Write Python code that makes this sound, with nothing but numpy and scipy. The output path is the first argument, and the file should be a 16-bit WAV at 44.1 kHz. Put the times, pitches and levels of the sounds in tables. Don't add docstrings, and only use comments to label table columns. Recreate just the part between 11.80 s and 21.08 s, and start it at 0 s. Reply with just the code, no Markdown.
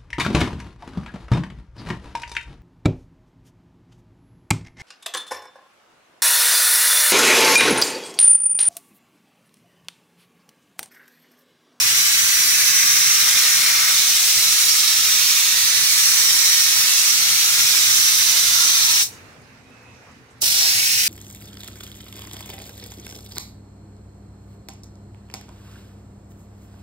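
import sys
import numpy as np
from scipy import signal
from scipy.io import wavfile
from scipy.ndimage import uniform_filter1d

SR = 44100
rng = np.random.default_rng(int(sys.argv[2]) if len(sys.argv) > 2 else 0)


def waveform_to_disk(signal):
    frames = np.transpose(np.atleast_2d(signal))
    scaled = np.clip(frames, -1, 1) * 32767
    samples = np.round(scaled).astype(np.int16)
    wavfile.write(sys.argv[1], SR, samples)


N = 409248
HOP, SIZE = 256, 1024

# opens t/s, opening speed/(dB/s), shuts t/s, closing speed/(dB/s), jet level/dB
PULLS = [(-1, 2000, 7.231, 369.5, -14), (8.6195, 2800, 10, 420, -15.5)]
PAUSE_S = (PULLS[0][2] + PULLS[1][0]) / 2
# t/s, turn to the left side (0-1), lateness at the left microphone/ms,
# level of the bottom edge/dB, of the low roar/dB, of the mid roar/dB (before the hand sways)
AIM = [(0, 0.9, 0.056, -1, 0, -2), (.7, 1, 0.055, -1, 2, -1.2), (1.3, 1, 0.07, -0.5, 2.5, -2.2),
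       (1.6, 0.8, 0.011, 3, 2, 0), (1.85, .8, -0.0079, 3, 3.5, -1.5), (2.07, 0.8, -0.031, 3.5, 2, -0.8),
       (2.2, 0, 0.0072, 1, -2.5, 0.5), (2.9, 0.4, -0.014, -0.5, -2, -0.26),
       (3.6, 0.1, -0.063, -0.5, -1.5, 0.4), (4.5, 0, -0.11, 0, -0.5, 0.5), (5.2, 0, -0.12, -0.5, -1.5, 0.8),
       (5.7, 0, -.13, 1, .5, 0.18), (6.3, 0, -0.22, 0.5, -0.5, -0.5), (7, 0, -.23, 2, -2, 0.5),
       (7.3, 0.02, -0.24, 0, -3, -1), (8.6, 0, 0.19, -1, -4.5, -2), (8.72, 0, .24, -0.5, -3, -1.5),
       (8.82, 0, 0.26, 3, 1.5, 1.3), (8.92, .2, 0.29, 1.5, 1.5, 0), (9.05, 0.6, .32, -3, 1.5, -1),
       (9.28, 1, .35, -6, 1, -1.8)]


def gain_of(db):
    return 10 ** (np.asarray(db) / 20)


def evened(x):
    return x / np.sqrt(np.mean(x ** 2) + 1e-20)


def read(points, hz):
    f, value = np.transpose(points)
    return np.interp(np.log(hz + 1), np.log(f + 1), value)


def follow(points, t):
    s, *columns = np.transpose(points)
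    return [np.interp(t, s, column) for column in columns]


def per_pull(pair, hz, t):
    return np.where(t < PAUSE_S, read(pair[0], hz)[:, None], read(pair[1], hz)[:, None])


def wander(t, top_hz):
    step = np.linspace(t[0], t[-1], num=min(len(t), 8000))
    waves = 0
    for f in np.geomspace(top_hz / 20, top_hz, num=24):
        waves = waves + np.sin(2 * np.pi * (f * step + rng.random())) / np.sqrt(f)
    return np.interp(t, step, evened(waves))


def resonate(x, hz, width):
    turning = np.exp(2j * np.pi * np.cumsum(hz * np.ones(x.shape[-1])) / SR)
    r = np.exp(-np.pi * width / SR)
    return 2 * (turning * signal.lfilter([1 - r], [1, -r], x / turning)).real


def spectra(x):
    return signal.stft(x, SR, nperseg=SIZE, noverlap=SIZE - HOP)


def sound(z):
    return signal.istft(z, SR, nperseg=SIZE, noverlap=SIZE - HOP)[1][..., :N]


def patches(shape, bins, frames):
    smooth = uniform_filter1d(rng.standard_normal(shape), bins, -2)
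    return evened(uniform_filter1d(smooth, frames, -1))


def across(hz, curves):
    centres = [850, 2000, 2900, 4000, 7500]
    weights = [read(list(zip(centres, row)), hz) for row in np.eye(len(centres))]
    return np.transpose(weights) @ np.array(curves)


def nozzle(sputter_db=0.54):
    # t/s, level over the hiss/dB, centre pitch f/Hz
    whistle_points = [(0, -5, 5800), (.6, -6.5, 5750), (.95, 2, 5780), (1.35, 3, 5700), (1.6, -4.5, 5650),
                      (2.7, -4.5, 5800), (3.15, -5.5, 5570), (3.6, -5.5, 5800), (4.1, -11, 5860),
                      (4.28, 1.5, 5700), (4.6, -1, 5600), (4.9, -2.5, 5700), (5.3, -4.5, 5960),
                      (6.1, -4, 5700), (6.5, -1, 5960), (7.2, -2, 5860), (8.62, -5.5, 5470),
                      (8.72, 3.5, 5530), (8.85, 6, 5490), (8.95, -1, 5600), (9.05, 0, 5550),
                      (9.15, 2, 5600), (9.28, -7.5, 5700)]
    drift_hz, flutter_hz, widths_hz = 35, 50, (340, 220)
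    t = np.arange(N) / SR
    whistle_db, whistle_hz = follow(whistle_points, t)
    whistle_hz = whistle_hz + drift_hz * wander(t, 4) + flutter_hz * wander(t, 40)
    eddies = rng.standard_normal((3, N)) * gain_of(sputter_db * wander(t, 200))
    pause = round(PAUSE_S * SR)
    whistle = np.hstack([resonate(eddies[:, part], whistle_hz[part], width)
                         for part, width in zip((slice(pause), slice(pause, N)), widths_hz)])
    return eddies + gain_of(whistle_db + 0.75 * wander(t, 60)) * whistle


def jet_colour(hz, ft):
    # f/Hz, relative level/dB
    colours = [
        [(200, -55), (400, -34.5), (720, -27.5), (850, -25), (920, -20), (1070, -19.5), (1130, -15),
         (1250, -12.5), (1500, -12.5), (1900, -8.5), (2250, -6), (2600, -8), (3000, -8.5), (3350, -6.5),
         (3750, -3.5), (4150, -3.5), (4600, -5), (5000, -4.5), (5350, -3), (5700, -2), (6500, -4), (7400, -7),
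         (12000, -10.5), (15800, -11)],
        [(200, -49), (400, -26.5), (545, -30), (750, -18), (830, -24), (910, -20), (1300, -20), (1450, -14),
         (2470, -5.5), (3300, -9), (4000, -4.5), (4600, -3.5), (5000, -1.5), (5500, -3), (6800, -6), (8500, -7),
         (10000, -9.5), (15800, -10)],
    ]
    # f/Hz, left-right level/dB
    side = [(400, 4), (950, 0.5), (2400, 1), (3000, 2.5), (4000, -0.6), (5300, -1), (6300, -1.5),
            (8000, 1.1), (15000, 0)]
    # t/s, level around its mean/dB
    treble = [(0, 0), (1.2, 0.1), (1.65, 1.5), (1.9, 0), (3.3, 0), (3.75, -.8), (4.3, 0), (6.1, 0),
              (7.2, -0.5), (8.6, 0), (8.95, -0.5), (9.28, -0.5)]
    # t/s, level over the jet/dB
    bed_mode = [(0, 0.5), (3.2, -0.5), (3.9, 3.5), (4.5, 6), (5.2, 2.5), (5.9, 1.5), (6.5, 5), (7.2, 5.5),
                (8.6, 0)]
    mode_hz, mode_width_hz = 950, 48
    sway_db, sway_lean_db, sway_hz = 0.41, 0.5, 5
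    # left-right dB with no turn, and added by a full turn to the left
    rest_lean_db, turn_lean_db = (-3.5, -2.5, -1), (6.5, 0.5, 0.7)

    turn, _, bottom_db, low_db, mid_db = follow(AIM, ft)
    low_db, mid_db, top_db = (db + sway_db * wander(ft, sway_hz)
                              for db in (low_db, mid_db, *follow(treble, ft)))
    low_lean, mid_lean, top_lean = (rest + added * turn + sway_lean_db * wander(ft, sway_hz)
                                    for rest, added in zip(rest_lean_db, turn_lean_db))
    lean_db = across(hz, [0 * ft, low_lean, (low_lean + mid_lean) / 2, mid_lean, top_lean])
    lean_db += read(side, hz)[:, None]
    colour_db = per_pull(colours, hz, ft) + across(hz, [bottom_db, low_db, 0 * ft, mid_db, top_db])
    hump = np.exp(-.5 * ((hz[:, None] - mode_hz) / mode_width_hz) ** 2)
    colour_db += follow(bed_mode, ft)[0] * hump
    return colour_db, lean_db


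def bed_paths(hz, ft, sign):
    # delay/ms, level/dB, drift as the gun sweeps/ms
    bed = [(0, 0, 0.017), (1.6, -15.5, .2), (3.7, -16, 0.305)]
    late_ms = follow(AIM, ft)[1]
    paths = 0
    for ms, db, drift in bed:
        delay_ms = ms + sign * late_ms / 2 + drift * wander(ft, .6)
        paths = paths + gain_of(db) * np.exp(-2j * np.pi * hz[:, None] * delay_ms / 1000)
    return paths


def valve(jet):
    surge_db, surge_s = 2.9, 0.0092
    throb_hz, throb_db, throb_s = 47, 3.4, .12
    thin_hz, thin_db, thin_s = 3600, 1, .02
    t = np.arange(N) / SR
    gate, throb, closings = 0, 0, []
    for opens, rise, shuts, fall, db in PULLS:
        ramps_db = np.minimum(surge_db + (t - opens) * rise, (shuts - t) * fall)
        gate = gate + gain_of(db + np.minimum(surge_db * np.exp(-abs(t - opens) / surge_s), ramps_db))
        decay = (t > opens) * np.exp(-abs(t - opens) / throb_s)
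        throb = throb + throb_db * decay * np.cos(2 * np.pi * throb_hz * (t - opens))
        closing = np.minimum((t - opens - thin_s) * rise / 4, (shuts - thin_s - t) * fall)
        closings.append(np.clip(closing, -60, 0))
    closed_db = np.max(closings, axis=0)
    low = signal.sosfiltfilt(signal.butter(2, thin_hz, fs=SR, output="sos"), jet)
    return (jet - low + low * gain_of(thin_db * closed_db)) * gate * gain_of(throb)


def gun(patchy_db=0.8, shifting_db=0.42):
    # f/Hz, share (0-1)
    shared = [
        [(600, .7), (1200, 0.3), (2200, 0.72), (3200, 0.47), (6000, 0.52), (12000, .35)],
        [(600, .7), (2200, .7), (6000, 0.53), (12000, .4)],
    ]
    scatter_rad, scatter_hz = (1.66, 0.45), 2400
    hz, ft, z = spectra(nozzle())
    colour_db, lean_db = jet_colour(hz, ft)
    share = np.clip(per_pull(shared, hz, ft), 0, 1)
    upper = 1 / (1 + (scatter_hz / (hz[:, None] + 1)) ** 4)
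    scatter = np.where(ft < PAUSE_S, *scatter_rad) * upper * patches(z[0].shape, 9, 90)
    ears = []
    for ear, sign in enumerate((1, -1)):
        common = np.sqrt(share) * bed_paths(hz, ft, sign) * np.exp(.5j * sign * scatter) * z[0]
        mixed = common + np.sqrt(1 - share) * z[1 + ear]
        blotch_db = patchy_db * patches(z[0].shape, 14, 10) + shifting_db * patches(z[0].shape, 12, 60)
        ears.append(sound(mixed * gain_of(colour_db + blotch_db + sign * lean_db / 2)))
    return valve(evened(np.array(ears)))


def ringing(x):
    t60, over_jet_db, sweep_s = 0.088, -4.5, .25
    hop, t = round(sweep_s * SR), np.arange(round(2 * t60 * SR)) / SR
    padded = np.pad(x, ((0, 0), (hop, 2 * hop)))
    out = np.zeros((2, N + 4 * hop + len(t)))
    window = np.sin(np.pi * np.arange(2 * hop) / (2 * hop))
    for start in range(0, N + hop, hop):
        tail = rng.standard_normal((2, len(t))) * gain_of(-60 * t / t60) * (t > .002)
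        part = padded[:, start:start + 2 * hop] * window
        rung = signal.fftconvolve(part, tail / np.linalg.norm(tail[0]), axes=1)
        out[:, start:start + 2 * hop + len(t) - 1] += rung
    return (x + gain_of(over_jet_db) * out[:, hop:hop + N]) / np.sqrt(1 + gain_of(2 * over_jet_db))


def echoes(x):
    # f/Hz, time to fall 60 dB/s
    yard_decay = [(500, .8), (1500, 1.5), (2700, 1.2), (3500, .6), (6000, 0.55), (12000, .6)]
    taps = np.zeros((2, SR))
    at = np.arange(900, SR - 20, 20) + rng.integers(0, 20, (2, (SR - 901) // 20))
    np.put_along_axis(taps, at, rng.choice([-1., 1.], at.shape), 1)
    hz, t, z = signal.stft(taps, SR, nperseg=256)
    tail = signal.istft(z * gain_of(-60 * t / read(yard_decay, hz)[:, None]), SR, nperseg=256)[1]
    tail = signal.fftconvolve(x, tail / np.linalg.norm(tail[0]), axes=1)[:, :N]
    return gain_of(-26.5) * tail


def yard():
    # f/Hz, relative level/dB
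    colour = [(20, -48.5), (35, -28.5), (64, -8.5), (80, 0.5), (120, -0.5), (165, -4), (200, -7),
              (300, -8.5), (500, -11), (700, -13), (1200, -14.5), (2000, -14.5), (2700, -17.5), (3200, -23),
              (4000, -23), (6300, -25), (7500, -29.5), (15800, -43)]
    # f/Hz, likeness (0-1)
    likeness = [(30, .25), (70, 1), (180, 0.74), (550, 0.6), (1650, 0), (15000, 0)]
    # f/Hz, left-right level/dB
    balance = [(60, 2.5), (180, 3.5), (550, 1.5), (1650, -4), (5000, -5), (15000, 0)]
    # t/s, level around its mean/dB, left-right level/dB
    rumble = [(0, 2.5, -5), (1.4, 1.5, -3), (2, -.5, .5), (4, -1.5, 4), (4.3, -2.5, 2), (5.2, -2, 2),
              (5.5, 0, 0), (6.4, 0.5, 1.5), (7, 1.5, 0.5), (7.8, -1.5, -3.5), (8.55, -1.5, -2),
              (8.95, 3, 3.5), (9.28, 0, 5)]
    # t/s, level around its mean/dB
    wash = [(7.3, 1.5), (7.34, 4.5), (7.43, 3), (7.5, 3.5), (7.58, 1), (7.7, 0.5), (7.85, -1), (8.0, 0),
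            (8.15, 0.5), (8.3, 0.5), (8.45, -2), (8.6, -2.5)]
    # f/Hz, level/dB, width/Hz
    machines = [(119.6, -58, 6.6), (220.3, -65, 4), (258.3, -61.5, 4.7), (500, -68, 4), (445, -67, 6.8)]
    hz, ft, z = spectra(rng.standard_normal((2, N)))
    (rumble_db, rumble_lean_db), (wash_db,) = follow(rumble, ft), follow(wash, ft)
    low = 1 / (1 + (hz[:, None] / 400) ** 4)
    level_db = read(colour, hz)[:, None] + low * rumble_db + (1 - low) * wash_db
    same = np.clip(read(likeness, hz), 0, 1)[:, None]
    lean = gain_of((read(balance, hz)[:, None] + low * rumble_lean_db) / 2)
    z = np.array([z[0] * lean, (same * z[0] + np.sqrt(1 - same ** 2) * z[1]) / lean])
    blotch_db = 1.45 * patches(z[0].shape, 10, 12) + 0.72 * patches(z[0].shape, 30, 25)
    hum = sum(gain_of(db) * evened(resonate(rng.standard_normal(N), f, width)) for f, db, width in machines)
    return gain_of(-47.0) * evened(sound(z * gain_of(level_db + blotch_db))) + hum


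def whine():
    # centre f/Hz, level before throb and lean/dB, swells from t/s, full t/s, fades from t/s, gone t/s
    partials = [(2708, -67, 6.7, 7.4, 7.46, 7.55), (2381, -69, 6.7, 7.45, 7.53, 7.75),
                (2602, -60, 7.85, 7.96, 8.15, 8.23), (2487, -63.5, 7.82, 7.87, 8.13, 8.3)]
    t = np.arange(N) / SR
    tones = 0
    for hz, db, *span in partials:
        swell = np.interp(t, span, [0, 1, 1, 0]) ** 1.2
        level = gain_of(db + 2.4 * wander(t, 60)) * np.sqrt(2)
        pitch = hz + 3.0 * wander(t, 20) + 11.0 * wander(t, 160)
        tones = tones + level * swell * np.sin(2 * np.pi * np.cumsum(pitch) / SR)
    return tones * gain_of([[-4], [3]])


def scuffs():
    # t/s, level/dB, f/Hz, width of each of two filters/Hz, length/s (loudest at half of it)
    bursts = [(7.315, -47, 6500, 3500, .035), (7.518, -65, 8000, 5000, .012), (7.61, -63, 8000, 6000, .012),
              (7.898, -66, 9000, 6000, .008), (7.946, -56, 1200, 1500, .01), (8.022, -68, 12000, 6000, .01),
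              (8.086, -52, 300, 500, .008), (8.254, -55, 1050, 600, .055), (8.273, -49, 700, 900, .003),
              (8.29, -48, 600, 900, .005), (8.31, -63, 6800, 2500, .018), (8.362, -50, 200, 300, .008),
              (8.5, -61, 7800, 2500, .022), (8.58, -67, 9500, 4000, .008), (8.622, -34, 500, 1200, 0.013)]
    out = np.zeros((2, N))
    t = np.arange(4000) / SR
    for s, db, hz, width, length in bursts:
        a, b = rng.standard_normal((2, 4000))
        pair = np.array([a, .7 * a + .7 * b])
        burst = evened(resonate(resonate(pair, hz, width), hz, width))
        swell = t / length * np.exp(1 - 2 * t / length) * 2
        out[:, round(s * SR):][:, :4000] += gain_of(db) * burst * swell
    return out


def scene():
    jet = ringing(gun())
    return jet + echoes(jet) + yard() + whine() + scuffs()


def record(dry):
    lowpass = signal.firwin(601, 15800, window=("kaiser", 9), fs=SR)
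    return signal.oaconvolve(dry, lowpass[None], "same")


dry = scene()
out = record(dry)
waveform_to_disk(out)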